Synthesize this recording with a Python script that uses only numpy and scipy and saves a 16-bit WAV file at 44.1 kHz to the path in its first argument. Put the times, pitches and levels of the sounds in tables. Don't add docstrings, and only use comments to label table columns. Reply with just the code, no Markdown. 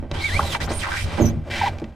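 import sys
import numpy as np
from scipy import signal
from scipy.fft import rfft, irfft
from scipy.io import wavfile

SR = 44100
rng = np.random.default_rng(int(sys.argv[2]) if len(sys.argv) > 2 else 0)


def materialize(psi):
    bounded = np.clip(np.atleast_2d(psi).T, -1, 1)
    quanta = np.round(bounded * 32767).astype(np.int16)
    wavfile.write(sys.argv[1], SR, quanta)


N = 85995
T = np.arange(N) / SR
TOP_HZ = 15600
FLUTTER_HZ = 159.5


def amp(db):
    return 10 ** (np.asarray(db) / 20)


def unit(x):
    return x / np.sqrt(np.mean(x ** 2) + 1e-20)


def pan(db):
    return amp([[db / 2], [-db / 2]])


def spread(near, other, width, pan_db):
    return pan(pan_db) * np.array([near + width * other, near - width * other])


def add(mix, start, sound):
    part = mix[:, max(round(start * SR), 0):][:, :sound.shape[1]]
    part += sound[:, :part.shape[1]]


def wander(steps):
    return np.interp(steps, np.arange(4096), rng.standard_normal(4096))


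def colour(x, points, tilt_db=0):
    octave = np.log2(np.fft.rfftfreq(2 * len(x), 1 / SR) + 1)
    hz, db = np.transpose(points)
    gain = amp(np.interp(octave, np.log2(hz), db) + tilt_db * octave)
    return irfft(rfft(x, 2 * len(x)) * gain)[:len(x)]


def grit(size, slips_per_s=11000, spread_db=2.5):
    strength = rng.standard_normal(size) * amp(spread_db * rng.standard_normal(size))
    return strength * (rng.random(size) < slips_per_s / SR)


def hull_response(scatter_db=-8.5, scatter_s=0.057):
    # (frequency [Hz], level [dB], time to fade by 60 dB [s])
    notes = [(90, 13, 0.19), (155.1, 7, 0.21), (227.8, 11.5, 0.11), (329.8, 7, 0.097), (421, -5.5, 0.16),
             (571, 3.5, 0.064), (800, 1, 0.086), (937, -6, 0.094), (1436, -0.5, 0.13), (1568, 3, 0.06),
             (2017, 4, 0.083), (2321, 2, 0.033), (3135, 1.5, 0.024)]
    t = T[:SR // 3]
    ring = sum(amp(db - 60 * t / fade_s) * 2 * np.log(1000) / (fade_s * SR) * np.cos(2 * np.pi * hz * t)
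               for hz, db, fade_s in notes)
    ring[0] += 1
    low_cut = signal.butter(1, 910, "high", fs=SR, output="sos")
    scatter = signal.sosfilt(low_cut, rng.standard_normal((2, len(t)))) * amp(-60 * t / scatter_s)
    return ring + amp(scatter_db) * scatter / np.linalg.norm(scatter[0])


def through(hull, x):
    x = np.atleast_2d(x)
    rung = signal.fftconvolve(x, hull, axes=1)
    return rung * np.linalg.norm(x.mean(0)) / np.linalg.norm(rung.mean(0))


def rumbling(hull, width=0.2):
    # (time [s], rumble level [dB], grinding level [dB])
    levels = [(0, -21, -42.5), (.04, -31, -50), (.085, -39.5, -48), (.135, -27.5, -34), (.26, -33, -43),
              (.36, -25, -30), (.44, -24.5, -31.5), (.58, -36, -36.5), (.63, -27.5, -30.5),
              (.75, -26.5, -33), (.86, -33.5, -40), (1.0, -30.5, -41.5), (1.06, -21, -37), (1.11, -30, -37),
              (1.25, -25.5, -32), (1.428, -29, -45), (1.482, -39, -33), (1.56, -31.5, -38),
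              (1.72, -31.5, -35), (1.95, -39.5, -48)]
    # (frequency [Hz], level [dB])
    rumble_tone = [(12, 4), (30, 0.5), (55, 3), (85, -2), (130, -8), (250, -27.5), (800, -67)]
    grind_tone = [(60, -29), (140, 5), (220, -6.5), (330, -6), (650, -3.5), (1200, -13.5), (3000, -23.5),
                  (7000, -35.5), (15000, -49)]
    times, rumble_db, grind_db = np.transpose(levels)
    boom, left, right = (unit(colour(rng.standard_normal(N), rumble_tone)) for _ in range(3))
    rumble = pan(-2) * (through(hull, boom)[:, :N] + width * np.array([left, right]))
    grind = through(hull, unit(colour(grit(N), grind_tone)))[:, :N]
    return rumble * amp(np.interp(T, times, rumble_db)) + grind * amp(np.interp(T, times, grind_db))


def bumps(mix, hull, push=0.563, rise_s=0.0057):
    # (time [s], peak [dB], thin below [Hz], dull above [Hz], scuff fade [s],
    # left over right [dB])
    blows = [(0.027, -24.5, 106, 565, 0.025, -4.5), (.114, -28, 65, 905, 0.016, -1),
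             (0.394, -27.5, 65, 500, 0.013, -4), (.604, -31, 201, 1500, 0.013, 20),
             (0.676, -20.5, 300, 1250, 0.013, 8.5), (.706, -15.5, 283, 910, 0.016, 1),
             (1.037, -28, 40, 90, 0.033, 13), (1.182, -17, 150, 800, 0.018, -12),
             (1.2, -8, 200, 565, 0.044, -4.5), (1.211, -11.5, 176, 273, 0.026, -9),
             (1.217, -9, 50, 172, 0.036, -4.5), (1.256, -14, 69.4, 130, 0.021, 4),
             (1.299, -17.5, 60.6, 197, 0.062, 5.5), (1.357, -23.5, 100, 231, 0.044, -1.5),
             (1.818, -20.5, 169, 450, 0.0094, 0.5), (1.84, -25, 119, 257, 0.034, -1.5)]
    t = T[:SR // 4]
    for start, db, thin_hz, dull_hz, fade_s, pan_db in blows:
        scuff = grit(len(t)) * np.minimum(t / rise_s, 1) * np.exp(-t / fade_s)
        force = scuff / np.linalg.norm(scuff) + push * (t == 0)
        band = signal.butter(2, [thin_hz, dull_hz], "band", fs=SR, output="sos")
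        thump = through(hull, signal.sosfilt(band, force))
        add(mix, start, pan(pan_db) * amp(db) * thump / abs(thump).max())


def ticks(mix, hull, fade_s=0.003):
    # (time [s], peak [dB], tilt [dB per octave])
    knocks = [(.114, -16, 0), (1.785, -29, 3), (1.798, -37.5, 9.5), (1.818, -37, 1), (1.842, -28.5, 2),
              (1.9, -50, 1)]
    # (frequency [Hz], level [dB])
    tone = [(200, 3), (900, 11.5), (3000, 1.5), (6500, -10.5), (8500, -26), (15000, -51)]
    t = T[:SR // 20]
    for start, db, tilt_db in knocks:
        noise = unit(colour(rng.standard_normal(len(t)), tone, tilt_db))
        tick = through(hull, noise * np.exp(-t / fade_s))
        add(mix, start, amp(db) * tick / abs(tick).max())


def rub(hull, tone, length_s, db, swell_db, tilt_db, pan_db, width, rise_s=0.013, release_s=0.012):
    t = T[:SR // 2]
    shape = np.minimum(t / rise_s, 1) * np.exp(-np.maximum(t - length_s, 0) / release_s)
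    flutter_db = wander(t * FLUTTER_HZ)
    level = amp(db + swell_db * np.minimum(t / length_s, 1) + flutter_db)
    near, other = (unit(colour(grit(len(t)), tone, tilt_db)) for _ in range(2))
    return through(hull, spread(near, other, width, pan_db) * shape * level)


def rubbing(mix, hull):
    # (start [s], end [s], level [dB], swell [dB], tilt [dB per octave],
    # left over right [dB], stereo width [0-1])
    strokes = [(.128, 0.215, -35, 1.5, -2.5, -3, 0.65), (0.209, 0.541, -36, 1, 1.13, -3, 0.59),
               (0.518, 0.565, -28, -8, .5, -4, 0.46), (0.603, 0.643, -28, -8, -0.7, -4.5, 0.77),
               (0.685, 0.81, -34.5, -6.5, -0.5, -2.5, 0.5), (0.792, 0.863, -32.5, -13, 3, -6, 0.4),
               (0.863, 0.955, -42.5, 4, 2, -7, 0.5), (0.95, 1.043, -36, -2, 3, -5.5, 0.75),
               (1.05, 1.196, -37, 4, -2.5, -1, 0.45), (1.187, 1.303, -37, -6, -2.5, -1, 1),
               (1.716, 1.732, -30.5, -9, -5.5, 0, 0.1)]
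    # (frequency [Hz], level [dB])
    tone = [(100, -23), (400, -5.5), (900, 1.5), (2200, -3.5), (3800, -3), (6500, -10.5), (9500, -14),
            (12500, -24.5), (15500, -37)]
    for start, end, *settings in strokes:
        add(mix, start, rub(hull, tone, end - start, *settings))


def stick_slip(rate, rough, overtone_db, fall_db=4, flutter_db=2.5):
    slips = np.cumsum(rate) / SR
    cycles = np.cumsum(rate * (1 + rough * wander(slips))) / SR
    tone = np.sin(2 * np.pi * cycles)
    for k in range(2, 5):
        overtone = np.sin(2 * np.pi * k * cycles) * (k * rate < TOP_HZ)
        tone += amp(overtone_db - fall_db * (k - 2.5)) * overtone
    slip_strength = np.exp(2.12 * rough * wander(slips))
    flutter = amp(flutter_db * wander(T[:len(rate)] * FLUTTER_HZ))
    return unit(tone * slip_strength * flutter)


def squeaks_and_rasps(mix, hull):
    # (time [s], slip rate [Hz], level [dB])
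    high_rasp = [(.135, 2980, -48), (.2, 3486, -38), (.22, 4260, -34.5), (.25, 3796, -37.5),
                 (.305, 3360, -35.5), (.337, 4060, -35.5), (.375, 4540, -45.5), (.40, 5100, -62)]
    long_squeak = [(.195, 2350, -41), (.23, 2130, -32), (.247, 2240, -20.5), (.262, 2300, -25.5),
                   (.285, 2110, -31.5), (.306, 1650, -27), (.336, 2010, -33.5), (.354, 2170, -22.5),
                   (.39, 2560, -36), (.415, 2680, -51)]
    faint_squeal = [(.325, 8400, -61), (.365, 9470, -50), (.40, 10860, -54), (.43, 11600, -55)]
    jerk = [(.389, 1192, -55), (.394, 1090, -13.5), (.402, 694, -20.5), (.407, 1584, -24.5),
            (.416, 1006, -34.5), (.438, 956, -31), (.46, 563, -32.5)]
    sinking_squeak = [(.425, 4400, -48), (.455, 3950, -37.5), (.485, 3850, -35), (.517, 3450, -34),
                      (.54, 3100, -35.5)]
    falling_rasp = [(.52, 2996, -35), (.542, 2018, -34), (.55, 1101, -22), (.56, 858, -27.5),
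                    (.57, 750, -36)]
    rising_rasp = [(.603, 1510, -31.5), (.625, 2200, -35), (.642, 5180, -36.5), (.657, 5900, -43),
                   (.667, 7180, -43)]
    brief_rasp = [(.687, 3825, -44), (.703, 4500, -43), (.72, 6300, -42), (.74, 7200, -43)]
    thin_squeal = [(.695, 8770, -64), (.715, 8140, -49), (.735, 9400, -44), (.755, 8900, -37),
                   (.778, 9200, -35), (.797, 8460, -40.5), (.81, 8060, -48)]
    long_rasp = [(.79, 4110, -36), (.808, 3499, -37), (.84, 1745, -26.5), (.872, 1041, -31),
                 (.90, 1242, -29), (.937, 1460, -27.5), (.985, 2017, -29.5), (1.02, 2410, -38),
                 (1.05, 2774, -62)]
    drop_squeal = [(1.2, 6900, -53), (1.222, 6400, -36.5), (1.25, 6170, -41), (1.257, 6010, -30.5),
                   (1.267, 6020, -29.5), (1.277, 5790, -38), (1.29, 5980, -38), (1.301, 6650, -47),
                   (1.314, 6330, -60)]
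    seat_squeak = [(1.606, 983, -51), (1.616, 962, -17.5), (1.628, 802, -26), (1.641, 799, -18.5),
                   (1.653, 877, -28.5), (1.669, 1003, -17), (1.68, 859, -20), (1.688, 756, -32.5),
                   (1.70, 730, -32)]
    # (course, roughness [0-1], overtones [dB], left over right [dB], stereo width [0-1])
    for course, rough, overtone_db, pan_db, width in [
            (high_rasp, .1, -25, -.091, .13), (long_squeak, .028, -22, -.89, .44),
            (faint_squeal, .073, -30, -7, .6), (jerk, .165, -44, -1.3, .088),
            (sinking_squeak, .082, -13.5, -2.5, .23), (falling_rasp, .1804, -8, -.5, .65),
            (rising_rasp, .21, -10.5, -1, .6), (brief_rasp, .12, -24, -2, .44),
            (thin_squeal, .056, -30, -10, .5), (long_rasp, .26, -13.5, -2.5, .69),
            (drop_squeal, .037, -15.5, -3, .62), (seat_squeak, .037, -20, 0, .03)]:
        times, hz, db = np.transpose(course)
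        t = np.arange(times[0], times[-1], 1 / SR)
        near, other = (stick_slip(np.interp(t, times, hz), rough, overtone_db) for _ in range(2))
        squeak = spread(near, other, width, pan_db) * amp(np.interp(t, times, db))
        add(mix, times[0], through(hull, squeak))


def last_slide(mix, hull, start_s=1.497, end_s=1.682):
    # (frequency [Hz], level [dB])
    tone = [(100, -3), (500, -19.5), (800, -4.5), (1200, -15), (1600, -3.5), (2200, -5.5), (4200, -11.5),
            (6500, -21.5), (9500, -28.5), (15500, -42)]
    slide = rub(hull, tone, end_s - start_s, db=-27.5, swell_db=-0.5, tilt_db=0, pan_db=0, width=0.036)
    add(mix, start_s, slide)


def scene():
    hull = hull_response()
    mix = rumbling(hull)
    bumps(mix, hull)
    ticks(mix, hull)
    rubbing(mix, hull)
    squeaks_and_rasps(mix, hull)
    last_slide(mix, hull)
    return mix


def record(dry, ceiling=0.96):
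    rounded = dry / (1 + (dry / ceiling) ** 8) ** (1 / 8)
    high_cut = signal.firwin(255, TOP_HZ, window=("kaiser", 9), fs=SR)
    return signal.oaconvolve(rounded, high_cut[None], "same")


dry = scene()
out = record(dry)
materialize(out)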